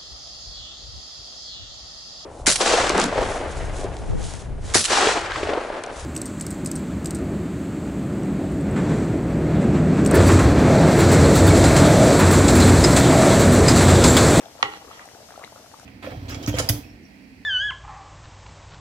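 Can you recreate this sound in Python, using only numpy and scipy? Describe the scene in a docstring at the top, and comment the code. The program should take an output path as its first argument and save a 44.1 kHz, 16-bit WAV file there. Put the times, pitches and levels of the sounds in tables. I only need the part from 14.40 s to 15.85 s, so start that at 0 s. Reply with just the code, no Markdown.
"""Thick gravy boils in a wide pan close by: damped tones that rise in pitch make dull, dense bubbles.
A few pop out louder, and thin spits of fat are short bursts of bright noise.
A piece of cookware is knocked hard on the right, then lightly: decaying modes ring with a noise crack,
chafing noise drives the same ring, and a decaying noise tail is the kitchen's answer.
Behind it lie steam (shaped noise, patchy in level) and a burner (low noise roar and wavering hum)."""
import sys
import numpy as np
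from scipy import signal
from scipy.fft import rfft, irfft, next_fast_len
from scipy.io import wavfile
from scipy.ndimage import uniform_filter1d, map_coordinates

SR = 44100
rng = np.random.default_rng(int(sys.argv[2]) if len(sys.argv) > 2 else 0)


def volts_from_decibels(level):
    """Turn decibel levels (scalar or array-like) into linear amplitude factors."""
    exponent = np.asarray(level, float) / 20
    return 10 ** exponent


def generate_wav(signal):
    """Clip the signal to [-1, 1] and save it as 16-bit WAV at the path in sys.argv[1]."""
    frames = np.transpose(np.atleast_2d(signal))
    scaled = np.clip(frames, -1, 1) * 32767
    pcm = np.round(scaled).astype(np.int16)
    wavfile.write(sys.argv[1], SR, pcm)


N = 63945

# Loud bubbles. Each row: start in seconds, peak in dB before low cut and stereo lean,
# starting pitch in Hz, life in cycles (to fall by 30 dB).
LOUD_BUBBLES = [(0.034, -38.5, 693, 12.4), (0.045, -43.5, 680, 17), (0.058, -33.5, 652, 11),
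                (0.067, -34, 680, 2.7), (0.083, -42, 627, 2), (0.153, -35.5, 566, 3.1),
                (0.162, -41, 680, 3.9), (0.191, -42, 580, 11), (0.4179, -38.5, 694, 5.2),
                (0.503, -37.5, 770, 2.4), (0.656, -40, 734, 17), (0.678, -33, 720, 1.1),
                (0.733, -44, 710, 12), (0.7565, -36.5, 705, 5.3), (0.768, -37.5, 665, 8.4),
                (0.804, -38.5, 573, 7.4), (0.815, -41.5, 560, 9.3), (0.829, -41.5, 510, 5.7),
                (0.891, -39.5, 635, 10), (0.921, -36, 666, 7.3), (0.977, -29, 640, 4.2),
                (0.994, -35.5, 590, 8.1), (1.001, -35.5, 630, 0.76), (1.033, -37.5, 613, 3.3),
                (1.045, -36, 730, 1.8), (1.122, -35, 610, 2.1), (1.127, -37.5, 795, 3.1),
                (1.158, -38.5, 532, 5.2), (1.166, -42, 710, 3.7), (1.199, -43.5, 600, 2.3),
                (1.243, -41.5, 614, 5.3), (1.338, -35.5, 810, 5), (1.431, -39, 607, 3.2),
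                (0.4821, -40, 1090, 13), (0.5126, -32.5, 1173, 11), (0.9066, -34, 1390, 2.6),
                (0.9399, -37.5, 1050, 7.4), (0.9582, -38, 1200, 14), (1.0114, -41.5, 1086, 13),
                (1.0231, -37, 1200, 7.5), (1.077, -34.5, 1180, 3.3), (1.3159, -40, 1480, 2.8),
                (1.3417, -34.5, 1040, 6.8), (1.3977, -39, 1300, 5.9), (1.4147, -44, 1260, 5),
                (0.2089, -32.5, 950, 2), (.0085, -35.5, 2230, 4.4), (0.057, -36, 3230, 8.1),
                (.963, -40.5, 3230, 6.4), (1.039, -27, 1880, 9.7), (1.0467, -31, 3590, 14.5),
                (.366, -37, 1460, 5.3), (.595, -30, 1580, 3.5), (0.688, -35, 1630, 3.8),
                (0.7473, -39, 1340, 6.4), (0.828, -43, 1350, 3.5), (0.888, -41, 1160, 6.2),
                (0.9946, -40, 1220, 6.4), (1.1772, -41, 1210, 8.4), (1.261, -40, 1160, 3.9),
                (1.266, -42.5, 690, 1.8), (1.1605, -38, 1250, 5.9), (0.921, -41, 1290, 4),
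                (1.0405, -35, 2450, 6.6), (.905, -40, 696, 4), (1.0339, -35, 1040, 3)]
# Thin spits of fat. Each row: start in seconds, level in dB before the tone filter and stereo lean.
FAT_SPITS = [(0.655, -30), (0.9913, -30.5), (1.042, -41), (1.3963, -30)]
# Strength of the boil over time. Each row: time in seconds, level in dB.
BOIL_STRENGTH = [(0, -39), (.09, -49.5), (.13, -51.5), (.2, -41.5), (.4, -45), (.5, -40.5), (.6, -43.5),
                 (.7, -50.5), (.8, -46.5), (.86, -54), (.9, -50.5), (1.04, -41.5), (1.09, -66),
                 (1.15, -48.5), (1.29, -55), (1.45, -50)]
# Modes of the knocked object. Each row: frequency in Hz, relative left level in dB,
# relative right level in dB, time to fall by 60 dB in seconds.
OBJECT_MODES = [(121, -28, -27, 0.15), (310.6, -39, -39, 0.71), (414.4, -28.5, -25.5, 0.3),
                (523, -13.5, -15, 0.047), (770, -4, 0, 0.022), (944, -6.5, -9, 0.037),
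                (1153, 2.5, 3, 0.018), (1390, 3.5, -3.5, 0.016), (815, -29, -27.5, 0.48),
                (1101, -41, -36, 0.29), (1346, -34.5, -32.5, 0.34), (2020, -47, -38, 0.3),
                (1953, 0, 8.5, 0.012), (2275, 1.5, -18, 0.0094), (2794, -5.5, -7.5, 0.017),
                (2917, -29.5, -24, 0.31), (3204, -3, 9, 0.0068), (4184, -35, 2.5, 0.0065),
                (5630, -12, -16.5, 0.014), (6650, -15, -26, 0.01)]
# Colour of the knock's crack and clatter. Each row: frequency in Hz, relative level in dB.
CRACK_COLOUR = [(40, -42), (200, 2), (600, -44), (1100, -18.5), (1600, -2), (2700, -3), (5200, -15.5),
                (8000, -23.5), (11000, -55), (15000, -35)]
# The object touches down again. Each row: time in seconds, level in dB.
TOUCHDOWNS = [(0.231, -22), (.3362, -32)]
# Light chafing of the same object. Each row: start in seconds, length in seconds, level in dB,
# centre of its brightness in Hz.
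CHAFINGS = [(0.289, 0.11, -23, 3540), (0.482, 0.11, -29, 3500), (0.557, 0.091, -27.5, 1600)]
# Decay of the kitchen's answer. Each row: frequency in Hz, time to fall by 60 dB in seconds.
KITCHEN_DECAY = [(150, 0.069), (800, 0.34), (3000, 0.3), (7000, 0.24), (14000, 0.05)]
# Colour of the steam. Each row: frequency in Hz, relative level in dB per Hz.
STEAM_COLOUR = [(710, -26), (1200, -1.5), (1610, -1.5), (2270, -2), (3040, -1), (3820, -1), (5790, 1.5),
                (8880, -11.5), (14500, -9.5)]
# Stereo lean of the steam. Each row: frequency in Hz, extra left minus right gain in dB.
STEAM_LEAN = [(1500, -1), (5000, 1.5), (9000, 17.5), (14000, -0.5)]
# Colour of burner and kitchen. Each row: frequency in Hz, relative level in dB per Hz.
ROAR_COLOUR = [(12, -43), (20, -14), (75, 3), (157, 2), (301, 3), (360, -7.5), (630, 4), (841, -1),
               (990, -15), (1500, -36), (1950, -48), (3300, -120)]
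# Hum of a machine nearby. Each row: frequency in Hz, sine amplitude in dB.
HUM_TONES = [(69, -65), (121, -68.5)]
# Likeness of left and right in the noises. Each row: frequency in Hz, correlation from -1 to 1.
LIKENESS = [(60, 0.81), (180, 1), (550, 0.25), (1650, 0.34), (4970, -0.27), (15000, 0.17)]

# Small bubbles: middle pitch, its spread (natural log), mean life (cycles)
SMALL_PER_S, SMALL_HZ, SMALL_SPREAD, SMALL_CYCLES = 410, 822, 0.59, 2.33
SMALL_SIZE_DB, SMALL_TOP_DB, SMALL_DB = 1.5, 9, -1.5  # size spread, largest over least, trim
PITCH_RISE, SOFT_CYCLES = .3, .6  # share of pitch gained per life, soft start
OVERTONE_RATIO, OVERTONE_DB = 2.28, -12  # a bursting bubble's short upper partial
PLOP_LOW_HZ = 318  # bursts carry little below this
PAN_LAG_S, PAN_LEAN_DB = .00009, 5.5  # the right hears the pan later and weaker

KNOCK_S, KNOCK_DB, RIGHT_EARLY_S, SWELL_CYCLES = .2274, -6, .00021, 1.87
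CRACK_RISE_S, CRACK_DB, CRACK_T60_S = .0003, -10, .009
CLATTER_DB, CLATTER_T60_S = -20, 0.1
WAVER_RAD, WAVER_PER_S = 1.3, 45  # phase drift of the loose object's modes
# The loose object's ring is uneven in level, less so in the bass
FLUTTER_DB, FLUTTER_PER_S, FLUTTER_FROM_HZ = 5, 90, 800
CHAFING_OCTAVES = 1.5  # width of the chafing's colour
KITCHEN_PAN_DB, KITCHEN_KNOCK_DB, KITCHEN_GAP_S = -13, -15, .004

STEAM_DB, STEAM_PATCHY_DB, ROAR_DB = -55, 1.5, -54.5
CEILING, KNEE, TOP_HZ = .9, 4, 14650  # a soft limit keeps the highest peaks from clipping


def unit(x):
    """Scale to rms 1."""
    return x / np.sqrt(np.mean(x ** 2) + 1e-20)


def along(points, hz):
    """Read a curve of (Hz, value) points on a log frequency axis."""
    f, value = np.transpose(points)
    return np.interp(np.log(hz + 1), np.log(f + 1), value)


def wobble(rate):
    """A smooth random curve, rate knots a second."""
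    knots = rng.standard_normal(int(N * rate / SR) + 4)
    return map_coordinates(knots, [np.arange(N) * rate / SR])


def filtered(x, response):
    """Shape x by a complex response of frequency."""
    m = next_fast_len(len(x.T) + 8192)
    return irfft(rfft(x, m) * response(np.fft.rfftfreq(m, 1 / SR)), m)[..., :len(x.T)]


def alike(pair):
    """Mix two unrelated noises into left and right with the tabled likeness, closest in the bass."""
    def turn(hz):
        return np.arccos(np.clip(along(LIKENESS, hz), -1, 1)) / 2

    mid, side = filtered(pair, lambda hz: np.array([np.cos(turn(hz)), np.sin(turn(hz))]))
    return np.array([mid + side, mid - side])


def rush(spectrum, patchy_db):
    """Stereo noise of mid rms 1 with patches of random gain in time and frequency."""
    z = signal.stft(rng.standard_normal((2, N)), nperseg=512)[2]
    patches = uniform_filter1d(uniform_filter1d(rng.standard_normal(z.shape), 6, 1), 8, 2)
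    pair = signal.istft(z * volts_from_decibels(patchy_db * unit(patches)), nperseg=512)[1][:, :N]
    pair = alike(filtered(pair, lambda hz: volts_from_decibels(along(spectrum, hz))))
    return pair / np.std(pair.mean(0))


def bubbles(s, db, hz, cycles, lean_db, lag_s):
    """Each bubble is a damped tone that rises in pitch; it falls by 60 dB in twice its cycles."""
    out, step = np.zeros((2, N)), np.arange(1400)
    cycles = np.clip(cycles, .7, 30)[:, None]
    for ch, sign in enumerate((1, -1)):
        start = (s - sign * lag_s / 2) * SR
        first = np.ceil(start).astype(int)[:, None]
        u = (first - start[:, None] + step) / SR * hz[:, None]  # age in starting periods
        soft_start = 1 - np.exp(-u / SOFT_CYCLES)
        turns = u * (1 + PITCH_RISE / 2 * np.minimum(u / cycles, 2))
        tone = np.sin(2 * np.pi * turns) * volts_from_decibels(-30 * u / cycles) * soft_start
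        overtone = volts_from_decibels(OVERTONE_DB - 70 * u / cycles) * np.sin(2 * np.pi * OVERTONE_RATIO * u)
        tone += overtone * soft_start
        tone *= volts_from_decibels(db + sign * lean_db / 2)[:, None] / np.abs(tone).max(1, keepdims=True)
        out[ch] = np.bincount(np.clip(first + step, 0, N).ravel(), tone.ravel(), N + 1)[:N]
    return out


def small_bubbles():
    """A dense bed with random gaps, sizes, pitches, lives and places, under the boil's strength."""
    gap, size, pitch, life, place = rng.random((700, 5)).T
    s = np.cumsum(-np.log(gap)) / SMALL_PER_S
    size_db = np.minimum(-SMALL_SIZE_DB * np.log(size), SMALL_TOP_DB)
    db = size_db + np.interp(s, *np.transpose(BOIL_STRENGTH)) + SMALL_DB
    bell = np.log(pitch / (1 - pitch)) * np.sqrt(3) / np.pi  # logistic, deviation 1
    hz = np.clip(SMALL_HZ * np.exp(SMALL_SPREAD * bell), 380, 6000)
    lean_db = PAN_LEAN_DB + 3 * (place - .5)
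    lag_s = PAN_LAG_S * 2 * (.5 + place)
    return bubbles(s, db, hz, SMALL_CYCLES * (.5 + life), lean_db, lag_s)


def fat_spits():
    """Each spit is a sudden burst of bright noise that falls by 60 dB in 18 ms."""
    t, level = np.arange(N) / SR, np.zeros(N)
    for s, db in FAT_SPITS:
        level += volts_from_decibels(db - 60 * np.clip(t - s, 0, 1) / 0.018) * (t > s)

    def bright(hz):
        return (hz / 6000) ** 2 / (1 + (hz / 6000) ** 2) / (1 + (hz / 9000) ** 8)

    return filtered(level * rng.standard_normal((2, N)), bright) * volts_from_decibels([[2.5], [-2.5]])


def gravy():
    """Small and loud bubbles, thinned in the bass by a gentle low cut, with the spits on top."""
    s, db, hz, cycles = np.transpose(LOUD_BUBBLES)
    loud = bubbles(s, db, hz, cycles, PAN_LEAN_DB, PAN_LAG_S)
    plops = filtered(small_bubbles() + loud, lambda hz: 1j * hz / (PLOP_LOW_HZ + 1j * hz))
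    return plops + fat_spits()


def object_answer():
    """One blow rings the modes, each swelling over a few cycles, and adds a crack and clatter of noise."""
    size = SR // 2
    t = np.clip(np.arange(size) / SR - [[RIGHT_EARLY_S], [0]], 0, None)
    ring = np.zeros(t.shape)
    for k, (hz, left, right, t60) in enumerate(OBJECT_MODES):
        flutter = FLUTTER_DB * wobble(FLUTTER_PER_S)[:size] * np.minimum(t / 0.026, 1)
        drift = WAVER_RAD * wobble(WAVER_PER_S)[:size] * np.minimum(t / 0.042, 1)
        db = np.array([[left], [right]]) - 60 * t / t60 + flutter * min(hz / FLUTTER_FROM_HZ, 1)
        swell = 1 - np.exp(-(t * hz / SWELL_CYCLES) ** 2)
        ring += (-1) ** k * volts_from_decibels(db) * swell * np.sin(2 * np.pi * hz * t + drift)
    noise = rng.standard_normal(t.shape)
    noise = unit(alike(filtered(noise, lambda hz: volts_from_decibels(along(CRACK_COLOUR, hz)))))
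    crack = volts_from_decibels(CRACK_DB - 60 * t / CRACK_T60_S)
    clatter = volts_from_decibels(CLATTER_DB - 60 * t / CLATTER_T60_S)
    return ring + (1 - np.exp(-t / CRACK_RISE_S)) * (crack + clatter) * noise


def knock():
    """Single impulses strike the object; light chafing drives the same answer with noise."""
    answer = object_answer()
    drive, t = np.zeros(N), np.arange(N) / SR
    for s, length, db, bright_hz in CHAFINGS:
        grit = filtered(rng.standard_normal(N),
                        lambda hz: np.exp(-(np.log2((hz + 1) / bright_hz) / CHAFING_OCTAVES) ** 2))
        stroke = np.sin(np.pi * np.clip((t - s) / length, 0, 1))
        drive += volts_from_decibels(db) / np.sqrt(length * SR) * stroke * grit
    for s, db in [(KNOCK_S, KNOCK_DB)] + TOUCHDOWNS:
        drive[round(s * SR)] = volts_from_decibels(db)
    return signal.fftconvolve(drive[None], answer, axes=1)[:, :N]


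def kitchen(x):
    """The room answers with a noise tail in which each frequency dies at its own speed."""
    hz, t, z = signal.stft(alike(rng.standard_normal((2, SR // 2))), SR, nperseg=256)
    decay = volts_from_decibels(-60 * t / along(KITCHEN_DECAY, hz)[:, None])
    tail = signal.istft(z * decay, SR, nperseg=256)[1]
    tail = np.pad(tail / np.linalg.norm(tail[0]), ((0, 0), (round(KITCHEN_GAP_S * SR), 0)))
    return signal.fftconvolve(x, tail, axes=1)[:, :N]


def steam():
    """Fine noise hiss, slightly unsteady, leaning left in the treble."""
    hiss = volts_from_decibels(STEAM_DB + .4 * wobble(12)) * rush(STEAM_COLOUR, STEAM_PATCHY_DB)
    return filtered(hiss, lambda hz: volts_from_decibels(np.outer([.5, -.5], along(STEAM_LEAN, hz))))


def machine_hum():
    """Low sines whose phase wanders, equal on both sides."""
    t = np.arange(N) / SR
    return sum(volts_from_decibels(db) * np.sin(2 * np.pi * hz * t + 1.66 * wobble(9.1)) for hz, db in HUM_TONES)


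def burner():
    """Nearly steady low noise roar with the wavering hum."""
    roar = volts_from_decibels(.6 * wobble(3)) * rush(ROAR_COLOUR, patchy_db=1.2)
    return volts_from_decibels(ROAR_DB) * roar + machine_hum()


def scene():
    """Pan and knock, their answer in the kitchen, then steam and burner."""
    pan, blow = gravy(), knock()
    room = kitchen(volts_from_decibels(KITCHEN_PAN_DB) * pan + volts_from_decibels(KITCHEN_KNOCK_DB) * blow)
    return pan + blow + room + steam() + burner()


def low_pass(x):
    """Removes everything above the highest recorded frequency."""
    return signal.sosfilt(signal.butter(12, 15790, fs=SR, output="sos"), x)


def record(dry):
    """A soft limit keeps the highest peaks from clipping, then a steep cut removes the top treble."""
    soft = dry / (1 + np.abs(dry / CEILING) ** KNEE) ** (1 / KNEE)
    finished = filtered(soft, lambda hz: hz < TOP_HZ)
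    return low_pass(finished)


dry = scene()
out = record(dry)
generate_wav(out)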